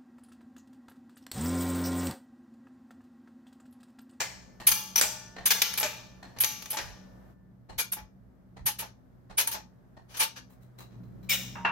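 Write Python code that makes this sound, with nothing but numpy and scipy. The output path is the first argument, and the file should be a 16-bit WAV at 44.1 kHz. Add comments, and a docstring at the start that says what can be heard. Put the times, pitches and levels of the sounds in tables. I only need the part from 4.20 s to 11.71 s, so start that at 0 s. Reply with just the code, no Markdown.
"""Hand-pumped press in a workshop

A hand-pumped hydraulic press, close by in a sheet-metal workshop, makes about one stroke a second.
The valve ticks and the loose steel handle squeaks, chatters and knocks, over a low distant hum.
Near the end the hum grows, pliers skid on steel with a short squeal and something heavy thuds.
Contacts are shaped noise with ringing modes, squeaks are unsteady tones; a two-port microphone listens."""
import sys
import numpy as np
from scipy import signal
from scipy.fft import rfft, irfft, next_fast_len
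from scipy.io import wavfile
from scipy.ndimage import map_coordinates

SR = 44100
rng = np.random.default_rng(int(sys.argv[2]) if len(sys.argv) > 2 else 0)


def unload_audio(sound):
    """Save the sound as a 16-bit wav file, at the path given as the first command line argument."""
    columns = np.transpose(np.atleast_2d(sound))
    # keep every value between -1 and 1, then stretch to whole-number steps
    steps = np.round(np.clip(columns, -1, 1) * 32767)
    wavfile.write(sys.argv[1], SR, steps.astype(np.int16))


N = 331191

# Levels are relative: each source below adds its own trim in dB.
# The loose handle strikes and chatters in its socket. Each row: start in seconds, contact length in
# seconds, level in dB, treble in dB, pitch of its squeak in Hz (0 for none).
HANDLE_CONTACTS = [(0.466, 0.026, -16, 2, 11239), (0.515, 0.0091, -19, -4, 0),
                   (0.7561, 0.015, -22, 0, 5865), (.775, 0.023, -23.5, -5, 5860),
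                   (1.2539, 0.026, -20.5, -.5, 9050), (1.303, 0.02, -17.5, -6.5, 0),
                   (1.4168, 0.0078, -16, -8, 0), (1.538, 0.0042, -34.5, -5, 9260),
                   (1.573, 0.016, -25, -2.5, 0), (1.598, .004, -24, 9, 11460), (2.186, 0.0033, -37, -10, 0),
                   (2.2006, 0.026, -21, 5, 11339), (2.2355, 0.0029, -23, -8.5, 0),
                   (2.2438, 0.0052, -20.5, -5, 0), (2.421, 0.0067, -39.5, -6.5, 0),
                   (2.457, 0.0046, -38.5, -13.5, 0), (2.5005, 0.025, -30.5, 4.5, 11296),
                   (3.577, .033, -25, -2, 0), (3.717, 0.022, -29.5, 3.5, 11353.5),
                   (4.455, 0.036, -25.5, -2.5, 11428.5), (4.582, 0.029, -32.5, -2.5, 0),
                   (5.17, 0.043, -22.5, -4, 9182), (5.27, 0.014, -27, 2.5, 9239),
                   (5.307, 0.031, -32.5, -1.5, 0), (5.875, 0.1, -55, -13, 0), (5.935, 0.033, -44, -17, 0),
                   (5.964, .023, -36.5, -3, 0), (5.989, 0.047, -23.5, -6, 9163),
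                   (6.153, 0.034, -44.5, -16, 0)]
# The handle meets its stop and shakes the frame; the pump valve ticks as the stroke turns; hands and
# tools brush lightly against the press; pliers skid over steel; dull blows land on a bench.
# Each row: start in seconds, length in seconds, level in dB, treble in dB.
KNOCKS = [(0, .02, -26.5, 1), (.8118, .002, -15, 9), (.819, 0.023, -33.5, 1), (1.606, 0.016, -33.5, 1),
          (1.628, 0.015, -24.5, -5.5), (2.529, 0.0078, -35.5, 2.5), (2.5695, 0.0017, -28, -6),
          (2.587, 0.0046, -31, -48), (3.762, 0.028, -44, -23), (4.615, 0.029, -43, -28),
          (5.34, 0.013, -36, -18)]
VALVE_TICKS = [(.398, 0.014, -43.5, 6), (1.161, .02, -44, -5), (2.025, 0.011, -46.5, 1),
               (2.161, .005, -51, -0.5), (3.485, 0.027, -47.5, 0.5), (4.362, 0.013, -49.5, -0.5),
               (5.094, 0.016, -47.5, -2.5), (5.765, 0.0092, -50.5, -3.5)]
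BRUSHES = [(6.29, 0.035, -64, 4), (6.405, 0.033, -67.5, 2), (6.575, 0.035, -51, -2.5),
           (6.69, 0.069, -67, -15), (6.83, .02, -69.5, -4), (7.028, .005, -61.5, -1.5)]
PLIERS_SKIDS = [(7.09, 0.029, -23.5, 1.5), (7.116, 0.033, -25, -4)]
THUDS = [(7.351, 0.025, -42, 2.5), (7.447, 0.013, -23.5, -4)]
# Broad colour of each object. Each row: frequency in Hz, relative level in dB per Hz.
HANDLE_BODY = [(80, -29), (300, -13.5), (460, -8), (650, -10.5), (1100, -4.5), (2200, -1.5), (5000, -1),
               (6600, -6.5), (7800, -3.5), (10000, -3.5), (12500, -2.5), (15500, -2.5)]
FRAME_BODY = [(60, -23.5), (250, -9.5), (550, -2.5), (1000, -2.5), (1900, -2.5), (3300, -4), (5800, -4),
              (8000, -4.5), (12000, -16.5), (15500, -20.5)]
VALVE_BODY = [(60, -6), (150, -9), (400, -13), (750, -5), (1200, -12), (2500, -12.5), (5000, -20),
              (8500, -24.5), (15000, -38.5)]
BRUSH_BODY = [(200, -3), (900, -1), (2500, 2), (4500, -5), (7000, -3), (11000, -5), (15000, 1)]
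PLIERS_BODY = [(150, -31), (800, -5.5), (1600, -1), (3500, 6.5), (4600, -3.5), (6500, 1.5), (10000, 2),
               (15500, 2.5)]
BENCH_BODY = [(80, -40), (450, -13), (900, 0.5), (1700, -2), (2600, -10), (3400, -19), (5000, -30),
              (8000, -41), (15000, -52)]
# Resonances of each object. Each row: frequency in Hz, width in Hz, mean lift in dB.
HANDLE_PEAKS = [(897, 49, 9), (1660, 150, 1.5), (2390, 120, 8), (3010, 200, 5.5), (4650, 340, 0.5),
                (6000, 250, 7), (6500, 224, 10.5), (9105, 450, 12.5), (11310, 720, 15.5), (13100, 690, 6.5),
                (13900, 900, 2.5), (15650, 250, 0.5)]
FRAME_PEAKS = [(598.4, 120, 2), (855, 18, 19), (1330, 58, 0.71), (1782, 550, 5.2), (2380, 100, 9),
               (4300, 200, 1.9), (5736, 110, 2), (6700, 770, 3.435), (11350, 350, 7.7)]
VALVE_PEAKS = [(880, 67, 3.7), (1830, 150, 11), (4220, 240, 10)]
BRUSH_PEAKS = [(4040, 290, 12.5)]
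PLIERS_PEAKS = [(534, 49, 21.7), (2377, 80, 12.7), (2860, 130, 6.2), (3730, 160, 10), (5200, 41, 15),
                (5700, 120, 5.4), (6760, 200, 6.1), (8450, 330, 8.5), (14200, 210, 8.4)]
BENCH_PEAKS = [(925, 98, 7), (1590, 180, 4.8), (2780, 97, 9.6)]
# Modes that ring on after a contact. Each row: frequency in Hz, relative level in dB, t60 in seconds
# before the manner of contact shortens it.
HANDLE_RING = [(861, -24.5, 0.43), (1160, -30, 0.85), (1363, -27, 0.36), (2360, -29, .4), (2804, -28, 0.79),
               (3130, -27.5, .29), (5150, -28.5, 0.22), (5822, -25, 0.3), (5929, -26, .5),
               (6432, -24.5, 0.36), (11347, -23, .3), (13309, -22.5, 0.18), (14300, -30.5, 0.42)]
FRAME_RING = [(618, -23.5, 0.87), (853, -18.5, 0.29), (892, -26.5, 1.8), (1175, -32, 1.8),
              (1370, -39.5, 1.2), (1464, -33.5, 2.1), (1770, -32, 2.8), (2270, -21.5, 0.27),
              (5822, -23, .5)]
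VALVE_RING = [(880, -14.5, .3), (1848, -15, .25), (4190, -23, .3)]
PLIERS_RING = [(2400, -12, 0.31), (2945, -16, 0.37), (3710, -14, 0.24), (5350, -17, 0.56), (5642, -17, .35),
               (5800, -17, 0.5), (6620, -8, 0.2), (8360, -24, 0.46)]
BENCH_RING = [(939, -7.5, 0.54), (2714, -3.5, 0.19)]
# The pliers stick and slip in three short overlapping squeals, each with its own pitch. Each row: start
# in seconds, length in seconds, pitch in Hz, glide in octaves, level in dB.
PLIERS_SQUEAKS = [(7.088, 0.0503, 2422, -0.164, -27.5), (7.101, 0.032, 5350, -0.000045, -33),
                  (7.124, 0.036, 2820, .09, -32.5)]
# The frame rocks under a stroke. Each row: start in seconds, length in seconds, level in dB.
ROCKING = [(0.447, 0.11, -50), (.78, 0.16, -56), (1.17, .12, -55.5), (2.579, 0.19, -47.5),
           (3.49, 0.13, -48), (3.761, 0.14, -54), (4.382, 0.12, -43.5), (5.091, 0.096, -55)]
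# The loaded frame groans on one low mode. Each row: start in seconds, pitch in Hz, level in dB.
GROANS = [(1.637, 622.5, -34.5), (2.53, 878, -40), (4.475, 877, -42), (4.61, 888, -45), (5.275, 888, -44.5),
          (5.342, 882, -47.5)]
# Partials of the distant hum. Each row: mean frequency in Hz, relative level in dB.
HUM = [(58.5, -60.5), (120, -54.5), (186.5, -55), (254, -65), (365, -75)]
# Background levels before trims. Each row: time in seconds, hum in dB, air in dB.
AMBIENCE = [(0, -54, -65.5), (3.11, -52.5, -62.5), (3.16, -55.5, -73), (6.55, -55, -68), (6.8, -46, -66),
            (7.51, -46, -63)]
# Colours of the rumble that swells with the hum, of the deep steady rumble of the building and of the
# air noise. Each row: frequency in Hz, relative level in dB per Hz.
RUMBLE = [(13, -67.5), (45, -25.5), (86, -9.5), (117, 1), (156, -6), (188, 0.5), (222, -6.5), (500, -22.5),
          (650, -53.5), (1100, -120)]
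DEEP = [(13, -45.5), (22, -21.5), (38, -7.5), (55, 0.5), (80, -4), (130, -29.5), (400, -88)]
AIR = [(200, -4.5), (420, 0), (620, 3.5), (900, -4.5), (1700, -9.5), (2600, -22), (6000, -27.5),
       (10000, -30.5), (13000, -24), (16000, -35)]
# Decay of the workshop before shortening. Each row: frequency in Hz, t60 in seconds.
WORKSHOP = [(150, 0.56), (700, 0.71), (2000, 0.62), (6000, 0.74), (9000, 0.47), (12000, 0.44),
            (15000, 0.45)]
# Left-right likeness at full focus. Each row: frequency in Hz, correlation from 0 to 1.
ALIKE = [(60, 0.44), (250, .9), (800, 0.45), (2500, 0.35), (6000, 0.32), (8500, 0.739), (10500, 1),
         (12500, .93), (15000, .88)]
# Colour difference of the microphone ports. Each row: frequency in Hz, left minus right in dB.
BALANCE = [(130, -1.5), (300, 3), (800, -1), (2500, 1), (4500, 5), (6000, 7), (8500, 0.5), (15000, -0.5)]
# Phase by which the left port leads. 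Each row: frequency in Hz, phase in radians.
LEAD = [(1500, 0), (3000, .5), (6000, -1), (9200, -2.6), (10200, -3.15), (11400, -4.35), (12400, -5.6),
        (13700, -6.5), (16000, -7.1)]
# For a few strokes the hits swell in more softly, sound drier and less focused: from and to, in seconds.
SOFT_SPAN = (3.14, 6.8)
# Contacts outside and inside that span. Each row: rise as a share of the length, bass in dB, room in dB,
# share of the decay time, focus of the image from 0 to 1.
CRISP = (0.18, 0, -5, 0.8759, 0.99)
SOFT = (0.33, 3.5, -7, 0.34, 0.09)

TOP_HZ = 16000  # band limit of the microphone
MEDIUM_DB, DULLING = -29.5, 0.26  # dB of bass gained for each dB that a contact is weaker than medium
GROAN_S = 0.04  # length of every groan


def amp(db):
    """Decibels to gain."""
    return 10 ** (np.asarray(db) / 20)


def unit(x):
    """Scale to rms 1."""
    return x / np.sqrt(np.mean(x ** 2) + 1e-20)


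def along(points, hz):
    """(Hz, value) points joined on a log frequency axis."""
    f, v = np.transpose(points)
    return np.interp(np.log(hz + 1), np.log(f + 1), v)


def curves(rows, t):
    """Each column after the time, read at the times t."""
    s, *cols = np.transpose(rows)
    return [np.interp(t, s, c) for c in cols]


def wobble(rate):
    """A smooth random curve, rate knots a second."""
    knots = rng.standard_normal(int(N * rate / SR) + 4)
    return map_coordinates(knots, [np.arange(N) * rate / SR])


def filtered(x, response):
    """x times a response of frequency."""
    n = x.shape[-1]
    m = next_fast_len(n + 4096)
    return irfft(rfft(x, m) * response(np.fft.rfftfreq(m, 1 / SR)), m)[..., :n]


def stereo_noise(n, colour_db, focus):
    """Coloured noise of rms 1, partly alike in the two channels."""
    hz = np.fft.rfftfreq(n, 1 / SR)
    # the cosine of twice this angle is the left-right correlation
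    turn = np.arccos(np.clip(focus * along(ALIKE, hz), 0, 1)) / 2
    spectra = rfft(rng.standard_normal((2, n))) * amp(colour_db(hz))
    mid, side = spectra * [np.cos(turn), np.sin(turn)]
    return unit(irfft([mid + side, mid - side], n))


def manner(s):
    """How a contact at time s sounds: crisp or soft."""
    return SOFT if SOFT_SPAN[0] < s < SOFT_SPAN[1] else CRISP


def room_tail(decay_share, focus, build_s=.003, panel_db=3, panel_hz=60):
    """A fresh diffuse answer, left energy 1; the sheet-metal walls favour many narrow pitches."""
    def panels(hz):
        lifts = rng.standard_normal(1024)
        return panel_db * map_coordinates(lifts, [hz / panel_hz], order=1, mode="wrap")

    hz, t, z = signal.stft(stereo_noise(SR, panels, focus), SR, nperseg=256)
    t60 = decay_share * along(WORKSHOP, hz)[:, None]
    tail = signal.istft(z * amp(-60 * t / t60), SR, nperseg=256)[1]
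    tail = tail * (1 - np.exp(-np.arange(tail.shape[1]) / SR / build_s))
    return tail / np.linalg.norm(tail[0])


def add(out, s, sound, room_db):
    """Lay a stereo sound and the room's answer into the track at time s."""
    *_, decay_share, focus = manner(s)
    # the left channel alone wakes the room
    heard = amp(room_db) * signal.fftconvolve(sound[:1], room_tail(decay_share, focus), axes=1)
    heard[:, :sound.shape[1]] += sound
    start = max(round(s * SR), 0)
    out[:, start:start + heard.shape[1]] += heard[:, :N - start]


def chatter(t, rise, length, t60, rough_db, sag_db=3, rebound_hz=350, top_db=5, strike_db=5, strike_s=0.0015):
    """Force of one contact: a first strike, quick uneven rebounds that weaken, then the release."""
    rebounds = map_coordinates(rng.standard_normal(1024), [t * rebound_hz], order=1, mode="wrap")
    rebound_db = np.minimum(rough_db * rebounds, top_db)
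    first_db = strike_db * np.exp(-t / strike_s)
    fall_db = sag_db * np.minimum(t / length, 1) + 60 * np.maximum(t - length, 0) / t60
    grip = np.minimum(t / max(rise, 1e-4), 1) ** 2
    return grip * amp(first_db + rebound_db - fall_db)


def contacts(rows, body, peaks, ring, rise_s, t60, rough_db, ring_db, room_db, scatter_db=2, linger=4):
    """Each contact shakes an object's dense resonances, leaves any modes ringing and wakes the room."""
    out, t = np.zeros((2, N)), np.arange(SR * 3 // 4) / SR
    for s, length, db, treble_db, *_ in rows:
        length = max(length, .002)
        rise_share, bass_db, wet_db, decay_share, focus = manner(s)
        rise = abs(rise_s + rise_share * length)
        # the point of contact shifts, so each resonance speaks with a new strength
        lifts = rng.normal(0, scatter_db, len(peaks))
        weak_bass_db = bass_db + DULLING * (MEDIUM_DB - db)
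        hardness = [(900, weak_bass_db), (2200, 0), (6000, 0.0076), (10000, treble_db)]

        def colour_db(hz):
            resonance = sum((lift + shift) / (1 + (2 * (hz - f) / width) ** 2)
                            for (f, width, lift), shift in zip(peaks, lifts))
            return along(body, hz) + resonance + along(hardness, hz)

        shake = stereo_noise(len(t), colour_db, focus)
        # a contact that builds slowly also lets go slowly
        hit = shake * chatter(t, rise, length, t60 + linger * rise, rough_db)
        # rms 1 over the contact and 4 ms after it
        hit = hit / np.sqrt(np.mean(hit[:, :round((length + .004) * SR)] ** 2))
        swell = 1 - np.exp(-t / (rise + length / 2))
        for hz, level, life in ring:
            mode_db = ring_db + level + along(hardness, hz) + rng.normal(0, scatter_db)
            fade = amp(mode_db - 60 * t / (life * decay_share))
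            hit = hit + swell * fade * np.sin(2 * np.pi * (hz * t + rng.random()))
        add(out, s, amp(db) * hit, wet_db + room_db)
    return out


def arch(t, length):
    """A half-sine swell that lasts for length seconds."""
    return np.sin(np.pi * np.clip(t / length, 0, 1))


def squeaks(rows, jitter_hz, room_db, slip_hz=700, overtone_db=-15):
    """Brief unsteady tones of steel rubbing on steel: start, length, pitch, glide, level a row."""
    out, t = np.zeros((2, N)), np.arange(SR // 16) / SR
    for s, length, hz, glide, db in rows:
        jitter = jitter_hz * map_coordinates(rng.standard_normal(256), [t * slip_hz], mode="wrap")
        pitch = hz * 2 ** (glide * np.minimum(t / length, 1)) + jitter
        phase = 2 * np.pi * np.cumsum(pitch) / SR
        overtones = sum(np.sin(k * phase) for k in range(2, 5) if k * hz < TOP_HZ)
        tone = np.sin(phase) + amp(overtone_db) * overtones
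        squeak = amp(db) * np.sqrt(2) * arch(t, length) * tone
        add(out, s, np.tile(squeak, (2, 1)), room_db)
    return out


def ambience():
    """A wavering hum of distant machinery over rumble and faint air noise."""
    hum_db, air_db = curves(AMBIENCE, np.arange(N) / SR)
    hum = 0
    for hz, db in HUM:
        level = amp(db + 3.8 * wobble(6))
        hum = hum + level * np.sin(2 * np.pi * np.cumsum(hz + 1.6 * wobble(7.1)) / SR)
    rumble = stereo_noise(N, lambda hz: along(RUMBLE, hz), focus=0.42)
    air = stereo_noise(N, lambda hz: along(AIR, hz), focus=0.19)
    deep = stereo_noise(N, lambda hz: along(DEEP, hz), focus=0.94)
    machinery = amp(hum_db) * (amp(-3.0) * unit(hum) + amp(-3.5) * rumble)
    return amp(-66) * deep + machinery + amp(air_db + 2.5) * air


def frame_knocks():
    """The handle meets its stop, and the frame shakes and rings."""
    return amp(-2) * contacts(KNOCKS, FRAME_BODY, FRAME_PEAKS, FRAME_RING, rise_s=0.0004, t60=0.14,
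                              rough_db=1.9, ring_db=-7, room_db=-2.0)


def valve_ticks():
    """The pump valve ticks as the stroke turns: faint, rough contacts with three ringing modes."""
    return amp(-1.5) * contacts(VALVE_TICKS, VALVE_BODY, VALVE_PEAKS, VALVE_RING, rise_s=0.0015, t60=0.13,
                                rough_db=5.0, ring_db=0.0, room_db=3.5)


def rocking():
    """Soft low thumps of swelling noise as the frame takes the load."""
    t = np.arange(N) / SR
    push = sum(amp(db) * arch(t - s, length) for s, length, db in ROCKING)
    colour = [(20, -18.0), (55, 1.5), (80, -6), (160, -9.5), (500, -49), (2000, -100)]  # Hz, dB per Hz
    return push * stereo_noise(N, lambda hz: along(colour, hz), focus=0.84)


def handle_chatter():
    """The loose steel handle strikes and rebounds in its socket."""
    return amp(-2.0) * contacts(HANDLE_CONTACTS, HANDLE_BODY, HANDLE_PEAKS, HANDLE_RING, rise_s=0.00066,
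                                t60=.025, rough_db=0.5, ring_db=1.5, room_db=-0.3)


def handle_squeaks(delay_s=0.00088, length_share=0.65, over_db=2.5, short_s=0.022, long_loss_db=2.5):
    """While the handle slides, one steel mode sings; it is weaker for each doubling of the contact's length."""
    rows = []
    for s, length, db, _, hz in HANDLE_CONTACTS:
        if hz > 20:
            level_db = db + over_db - long_loss_db * np.log2(length / short_s)
            rows.append((s + delay_s, length_share * length, hz, 0, level_db))
    return squeaks(rows, jitter_hz=80, room_db=-8.5)


def groans():
    """The loaded frame groans: short unsteady tones, each on one low mode."""
    rows = [(s, GROAN_S, hz, 0, db) for s, hz, db in GROANS]
    return squeaks(rows, jitter_hz=49.5, room_db=-7.5)


def brushes():
    """Faint rubbing of hands and tools that leaves no mode ringing."""
    return contacts(BRUSHES, BRUSH_BODY, BRUSH_PEAKS, [], rise_s=0.002, t60=0.091,
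                    rough_db=5, ring_db=0, room_db=2.5)


def pliers():
    """The pliers skid and ring on steel, and squeal as they stick and slip."""
    skids = contacts(PLIERS_SKIDS, PLIERS_BODY, PLIERS_PEAKS, PLIERS_RING, rise_s=0.0021, t60=0.06,
                     rough_db=0.5, ring_db=2.5, room_db=-0.7)
    return amp(-3.0) * skids + squeaks(PLIERS_SQUEAKS, jitter_hz=70, room_db=-12.5)


def bench_thuds():
    """Two dull blows shake a bench and leave two modes ringing."""
    return amp(-1.0) * contacts(THUDS, BENCH_BODY, BENCH_PEAKS, BENCH_RING, rise_s=.0008, t60=0.17,
                                rough_db=-0.5, ring_db=6.5, room_db=-2.0)


def scene():
    """The press, the handling, the bench and the workshop around them."""
    press = frame_knocks() + valve_ticks() + rocking() + handle_chatter() + handle_squeaks() + groans()
    return ambience() + press + brushes() + pliers() + bench_thuds()


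def record(dry):
    """The two microphone ports differ in colour and phase; both fade out around the band limit."""
    def ports(hz):
        gain = amp(np.outer([.5, -.5], along(BALANCE, hz)))
        return gain * np.exp(1j * np.outer([.5, -.5], along(LEAD, hz)))

    def low_pass(hz):
        return np.clip((TOP_HZ - hz) / 400 + .5, 0, 1) ** 2

    return filtered(dry, lambda hz: ports(hz) * low_pass(hz))


dry = scene()
out = record(dry)
unload_audio(out)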